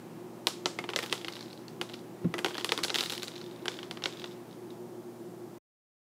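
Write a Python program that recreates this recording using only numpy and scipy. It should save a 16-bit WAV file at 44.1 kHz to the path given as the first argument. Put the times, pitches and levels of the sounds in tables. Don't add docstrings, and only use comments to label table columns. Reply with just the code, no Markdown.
import sys
import numpy as np
from scipy import signal
from scipy.fft import rfft, irfft
from scipy.io import wavfile
from scipy.ndimage import uniform_filter1d

SR = 44100
rng = np.random.default_rng(int(sys.argv[2]) if len(sys.argv) > 2 else 0)


def wav_out(sig):
    wavfile.write(sys.argv[1], SR, np.round(np.clip(np.atleast_2d(sig).T, -1, 1) * 32767).astype(np.int16))


N = 266364
T = np.arange(N) / SR
AGE = np.arange(4096) / SR

# [f/Hz, level/dB rms before wavering, wavering 0-1]
FRIDGE_LINES = [(119, -59, 0), (235.3, -55.5, 0.3), (356, -50.5, 1)]
# [f/Hz, relative level/dB per Hz]
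FRIDGE_AIR = [(30, -48.5), (60, -28), (95, -19.5), (115, -15.5), (165, 1.5), (280, -5), (345, 5),
              (420, -5.5), (650, -9.5), (900, -12), (1500, -22.5), (2500, -30), (5000, -31), (15000, -34.5)]
# [t/s, level/dB rms]
RUSTLE_LEVEL = [(0, -62), (.4, -66), (1, -65), (4.2, -62), (4.45, -63), (4.85, -77)]
# [t/s, ring level/dB over 1 ms, ring f/Hz, tick level/dB re ring, wood level/dB re ring]
LANDINGS = [(0.47, -13, 3580, -13, -8.5), (0.658, -17, 3920, -25, -3.5), (0.7883, -27, 2500, -18, 4),
            (0.84, -38, 3180, -26, 8), (0.8906, -28, 2960, -24, 0), (0.9015, -34, 2740, -24, -4),
            (0.935, -28, 2700, -24, -2), (0.9613, -18, 3750, -11.5, -4.5), (0.989, -23, 2580, -12, -1.5),
            (1.0296, -31.5, 2540, -6, 0), (1.0394, -36.5, 3150, -21, 3), (1.1264, -17, 3300, -12.5, -6),
            (1.2466, -28.5, 3050, -21, -5), (1.2828, -27, 2970, -17, -3.5), (1.3252, -38, 4740, -14, -12),
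            (1.3668, -37.5, 3100, -18, -1.5), (1.4085, -35.5, 4450, -19, -7), (1.5298, -39, 4430, -13, -13),
            (1.6818, -38, 4400, -17, -14), (1.8135, -23, 2980, -14, -4), (1.897, -39, 2920, -16, -3),
            (1.9404, -35, 3170, -20.5, -7), (2.34, -27.5, 2660, -15.5, 3.5), (2.382, -30.5, 2810, -11, 0),
            (2.3897, -28, 2880, -11, 0), (2.446, -19.5, 3300, -15.5, 0.5), (2.4612, -26, 3300, -14, 2),
            (2.5074, -39, 2930, -25, 4.5), (2.5523, -34, 3330, -32, 2.5), (2.581, -26, 3720, -19, -1.5),
            (2.6102, -33, 3260, -21.5, -4.5), (2.6456, -20.5, 3120, -8.5, -5),
            (2.692, -23, 3470, -25.5, -6), (2.7203, -15.5, 3040, -17.5, -4), (2.7769, -23, 3670, -12, -6),
            (2.7879, -32.5, 2840, -25, 6.5), (2.8368, -23.5, 3800, -17, -19),
            (2.8425, -21.5, 4000, -22.5, -10.5), (2.8477, -26.5, 3370, -3, -0.5),
            (2.882, -28, 3630, -16, -6.5), (2.8968, -27.5, 3200, -32, -6.5),
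            (2.9023, -23.5, 3700, -21.5, -2.5), (2.944, -20.5, 3530, -11.5, -12.5),
            (2.9577, -17.5, 3530, -20.5, -10.5), (2.9856, -20.5, 3390, -15, -11.5),
            (2.995, -27, 3340, -23, -10), (3.008, -18.5, 4160, -14.5, -12), (3.028, -33, 3400, -5, 1),
            (3.059, -29, 4040, -18, -11), (3.0975, -30.5, 3300, -8, -6), (3.1218, -30.5, 4070, -3.5, -2.5),
            (3.1787, -29.5, 3140, -9.5, -16), (3.2314, -28, 4060, -7, -6), (3.2808, -30.5, 4100, -9, -7.5),
            (3.362, -35.5, 3970, -27, -17), (3.414, -37, 3970, -26, -6), (3.6565, -33, 3060, -7.5, 4.5),
            (3.6815, -20, 3330, -33, -6), (3.789, -33.5, 3340, -28, -2), (3.8303, -33, 3130, -23, -3.5),
            (3.9111, -28, 3460, -16, -6.5), (3.9721, -38.5, 3170, -24, 4), (4.022, -37, 3080, -31, 1),
            (4.0388, -22.5, 3880, -48.5, -9.5), (4.0575, -19.5, 3300, -25, -4.5),
            (4.1885, -47, 3900, -25, -6.5), (4.218, -40, 3320, -27, -3), (4.2419, -29.5, 3570, -34, -4.5)]
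# [multiple of its ring pitch, relative level/dB, t60/s for a landing at -20 dB]
PIECE_MODES = [(.85, -11, 0.0018), (1, 12.5, 0.0015), (1.28, 9.5, 0.0011)]
# [f/Hz, relative level/dB, t60/s]
TOP_LAYER_MODES = [(1030, 6, 0.0063), (1420, 3, 0.013), (2056, -14, 0.076)]
# [f/Hz, relative level/dB, t60/s]
BOARD_MODES = [(358, 1.5, 0.051), (424, 7.5, 0.026), (501, 2, 0.031), (756, -5, 0.039)]
# [f/Hz, level/dB re the sound sent into the room, t60/s]
ROOM_ECHO = [(250, -8, 0.36), (500, -9, 0.076), (980, -3.5, 0.12), (1940, -17.5, 0.65), (3870, -12.5, 0.29),
             (6400, -6.5, .36), (8360, -3.5, .32), (14000, -9, 0.14)]
# [start t/s, length/s, level/dB over 1 ms]
CRACKLES = [(0.895, .008, -39), (1.023, 0.01, -39), (1.105, .01, -39), (1.116, .006, -41),
            (2.831, .007, -20)]
# [start t/s, length/s, first tap level/dB before scatter and balance, ring f/Hz]
TUMBLING_PIECES = [(0.999, .26, -35.5, 3420), (1.258, 0.39, -40, 3940), (1.89, .12, -45.5, 3650),
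                   (2.478, 0.82, -38, 3320), (2.95, 0.89, -30, 3750), (3.707, 0.19, -44.5, 3560),
                   (4.121, 0.23, -43.5, 3650), (4.483, 0.083, -52.5, 3620), (4.689, 0.05, -52, 3700)]
# [t/s, body level/dB over 1 ms]
PLUSH_THUDS = [(2.244, -11.5)]
# [f/Hz, relative level/dB, t60/s]
PLUSH_MODES = [(171.6, -1, 0.17), (135, -15, 0.12), (241, -2, 0.1), (334, -1.5, 0.077), (518, -14, 0.063)]

AIR_DB = -47
BOARD_DB = -2
KNOCK_LAG_S = .0009
CONTACT_S = 0.023
SPOT_DETUNE = .11
TAPS_PER_S, SETTLE_DB_PER_S = 70, 39
TAP_SCATTER_DB, TAP_DETUNE = 8, 0.023
STOP_S = 0.036
FIRM_TAP_DB, FIRMNESS = -36.5, 0.39
END_S, TOP_HZ = 5.585, 15500


def undb(db):
    return 10 ** (np.asarray(db) / 20)


def fade(t, t60):
    return np.exp(-np.log(1000) * t / t60)


def unit(x):
    energy = np.sum(x ** 2, axis=-1, keepdims=True)
    return x / np.sqrt(energy * 1000 / SR)


def band(x, lo_hz, hi_hz):
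    edges = [lo_hz, min(hi_hz, .45 * SR)]
    return signal.sosfilt(signal.butter(2, edges, "band", fs=SR, output="sos"), x)


def on_log(hz, points, values):
    return np.interp(np.log(hz + 1), np.log(points), values)


def walk(rate):
    k = int(SR / rate)
    steps = np.repeat(rng.standard_normal(N // k + 1), k)
    drift = uniform_filter1d(uniform_filter1d(steps, k), k)[:N]
    return drift / drift.std()


def ring(modes, pitch, age, scatter_db, detune):
    out = 0
    for hz, db, t60 in modes:
        size, shift = rng.standard_normal((len(pitch), 2)).T[:, :, None]
        mode_hz = hz * pitch * (1 + detune * shift)
        strength = undb(db + scatter_db * size)
        out = out + strength * fade(age, t60) * np.sin(2 * np.pi * mode_hz * age)
    return out


def burst(count, lo_hz, hi_hz, t60):
    noise = rng.standard_normal((count, len(AGE)))
    return unit(band(noise * fade(AGE, t60), lo_hz, hi_hz))


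def click(lo_hz, hi_hz):
    return unit(band(signal.unit_impulse(len(AGE)), lo_hz, hi_hz))


def place(times, rows):
    out = np.zeros(N + rows.shape[1])
    starts = (np.ravel(times) * SR).astype(int)
    for i, row in zip(starts, rows):
        out[i:i + len(row)] += row
    return out[:N]


def fridge():
    bin_hz = np.arange(N // 2 + 1) * SR / N
    shape = undb(on_log(bin_hz, *np.transpose(FRIDGE_AIR)))
    air = irfft(rfft(rng.standard_normal(N)) * shape, N)
    out = undb(AIR_DB) * air / air.std()
    for hz, db, waver in FRIDGE_LINES:
        drift = 1 - waver + waver * (walk(28) + 1j * walk(28)) / np.sqrt(2)
        line = np.real(drift * np.exp(2j * np.pi * hz * T))
        out = out + undb(db) * np.sqrt(2) * line
    return out


def rustle():
    rub = band(rng.standard_normal(N), 700, 2800) * undb(1.5 * walk(20))
    return rub / rub.std() * undb(np.interp(T, *np.transpose(RUSTLE_LEVEL)))


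def landings():
    s, db, hz, tick_db, wood_db = np.array(LANDINGS, float).T[:, :, None]
    count, same = len(s), np.ones_like(s)

    damping = undb(.25 * (db + 20))
    shell = ring(PIECE_MODES, hz / damping, AGE * damping, scatter_db=2, detune=.025)
    piece = unit(shell * (1 - fade(AGE, CONTACT_S)) ** 1.4)
    scattered = unit(burst(count, 2000, 4810, t60=0.014) * (1 - fade(AGE, 0.023)))
    piece = unit(piece + undb(-5) * scattered)
    tick = unit(click(6200, 14000) + undb(8) * burst(count, 4900, 11000, t60=.009))

    top_layer = ring(TOP_LAYER_MODES, same, AGE, scatter_db=3, detune=SPOT_DETUNE)
    top_layer = unit(top_layer * (1 - fade(AGE, .003)))
    grain = unit(burst(count, 850, 2800, t60=.03) * (1 - fade(AGE, .012)))
    knock = unit(click(700, 2300) + top_layer + undb(-3) * grain)
    board = ring(BOARD_MODES, same, AGE, scatter_db=2.5, detune=.07)
    board = unit(board * (1 - fade(AGE, .009)) ** 2)

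    crack = place(s, undb(db) * (piece + undb(tick_db) * tick))
    wood = undb(db + wood_db) * (knock - undb(BOARD_DB) * board)
    return crack + place(s + KNOCK_LAG_S, wood)


def kitchen(x, build_s=0.012):
    age = T[:SR // 2]
    points, db, t60 = np.transpose(ROOM_ECHO)
    edges = 177 * 2 ** (np.arange(14) / 2)
    tail = 0
    for lo, hi in zip(edges, edges[1:]):
        centre = np.sqrt(lo * hi)
        decay = (fade(age, on_log(centre, points, t60)) * (1 - fade(age, build_s))) ** 2
        energy = signal.oaconvolve(band(x, lo, hi) ** 2, decay / decay.sum())[:N]
        field = band(rng.standard_normal(N), lo, hi)
        level = undb(on_log(centre, points, db)) * np.sqrt(np.abs(energy))
        tail = tail + level * field / field.std()
    bright = band(x, 5500, 15000)
    slaps = sum(np.interp(T - delay_s, T, bright) for delay_s in (.0133, .0163))
    return tail + undb(-15) * slaps


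def crackle(s, length_s, db, burst_db=-8):
    count = 8
    when, shift = rng.random((count, 2)).T[:, :, None]
    along = (np.arange(count)[:, None] + when) / count
    pitch = 3600 * (.8 + .4 * shift)
    grains = unit(ring(PIECE_MODES, pitch, AGE, scatter_db=2, detune=0))
    grains = grains + undb(burst_db) * burst(count, 4500, 11000, t60=.006)
    return undb(db) * unit(place(s + length_s * along, along * grains))


def tumbling(s, length_s, db, hz, crust_db=-12, wood_db=-5):
    count = TAPS_PER_S
    late, size, shift = rng.standard_normal((count, 3)).T[:, :, None]
    since = np.abs(np.arange(count)[:, None] + .5 * late) / TAPS_PER_S
    tap_db = db - SETTLE_DB_PER_S * since + TAP_SCATTER_DB * np.tanh(size)
    pitch = hz * (1 + TAP_DETUNE * shift)

    taps = ring([(1, 0, .005)], pitch, AGE, scatter_db=0, detune=0)
    taps = unit(taps * (1 - fade(AGE, .002)))
    taps = unit(taps + undb(-3) * burst(count, 2900, 5000, t60=.025))
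    crust = undb(crust_db) * burst(count, 4600, 19500, t60=0.0065)
    contact = crust + undb(wood_db) * click(970, 3900)
    taps = taps + undb(FIRMNESS * (tap_db - FIRM_TAP_DB)) * contact
    moving = np.clip((length_s - since) / STOP_S, 0, 1)
    return place(s + since, taps * moving * undb(tap_db))


def thud(brush_db=-28, rumble_db=-9):
    s, db = np.array(PLUSH_THUDS).T[:, :, None]
    age = T[:SR // 2]
    body = ring(PLUSH_MODES, np.ones_like(s), age, scatter_db=0, detune=0)
    body = unit(body * (1 - fade(age, 0.017)) ** 2)
    brush = unit(band(rng.standard_normal(len(age)) * fade(age, 0.049), 400, 1930))
    swell = fade(age, 0.42) * (1 - fade(age, 0.04))
    rumble = unit(band(rng.standard_normal(len(age)) * swell, 125, 230))
    return place(s, undb(db) * (body + undb(brush_db) * brush + undb(rumble_db) * rumble))


def scene():
    near = landings() + sum(crackle(*row) for row in CRACKLES)
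    far = sum(tumbling(*row) for row in TUMBLING_PIECES)
    echo = kitchen(near + undb(3.5) * far)
    direct = near + undb(-1.5) * far
    return (direct + echo + thud() + rustle() + fridge())[None]


def record(dry):
    cut = dry * np.clip((END_S - T) / .005, 0, 1)
    thin = signal.sosfilt(signal.butter(2, 70, "high", fs=SR, output="sos"), cut)
    return signal.sosfilt(signal.ellip(8, .2, 70, TOP_HZ, fs=SR, output="sos"), thin)


dry = scene()
out = record(dry)
wav_out(out)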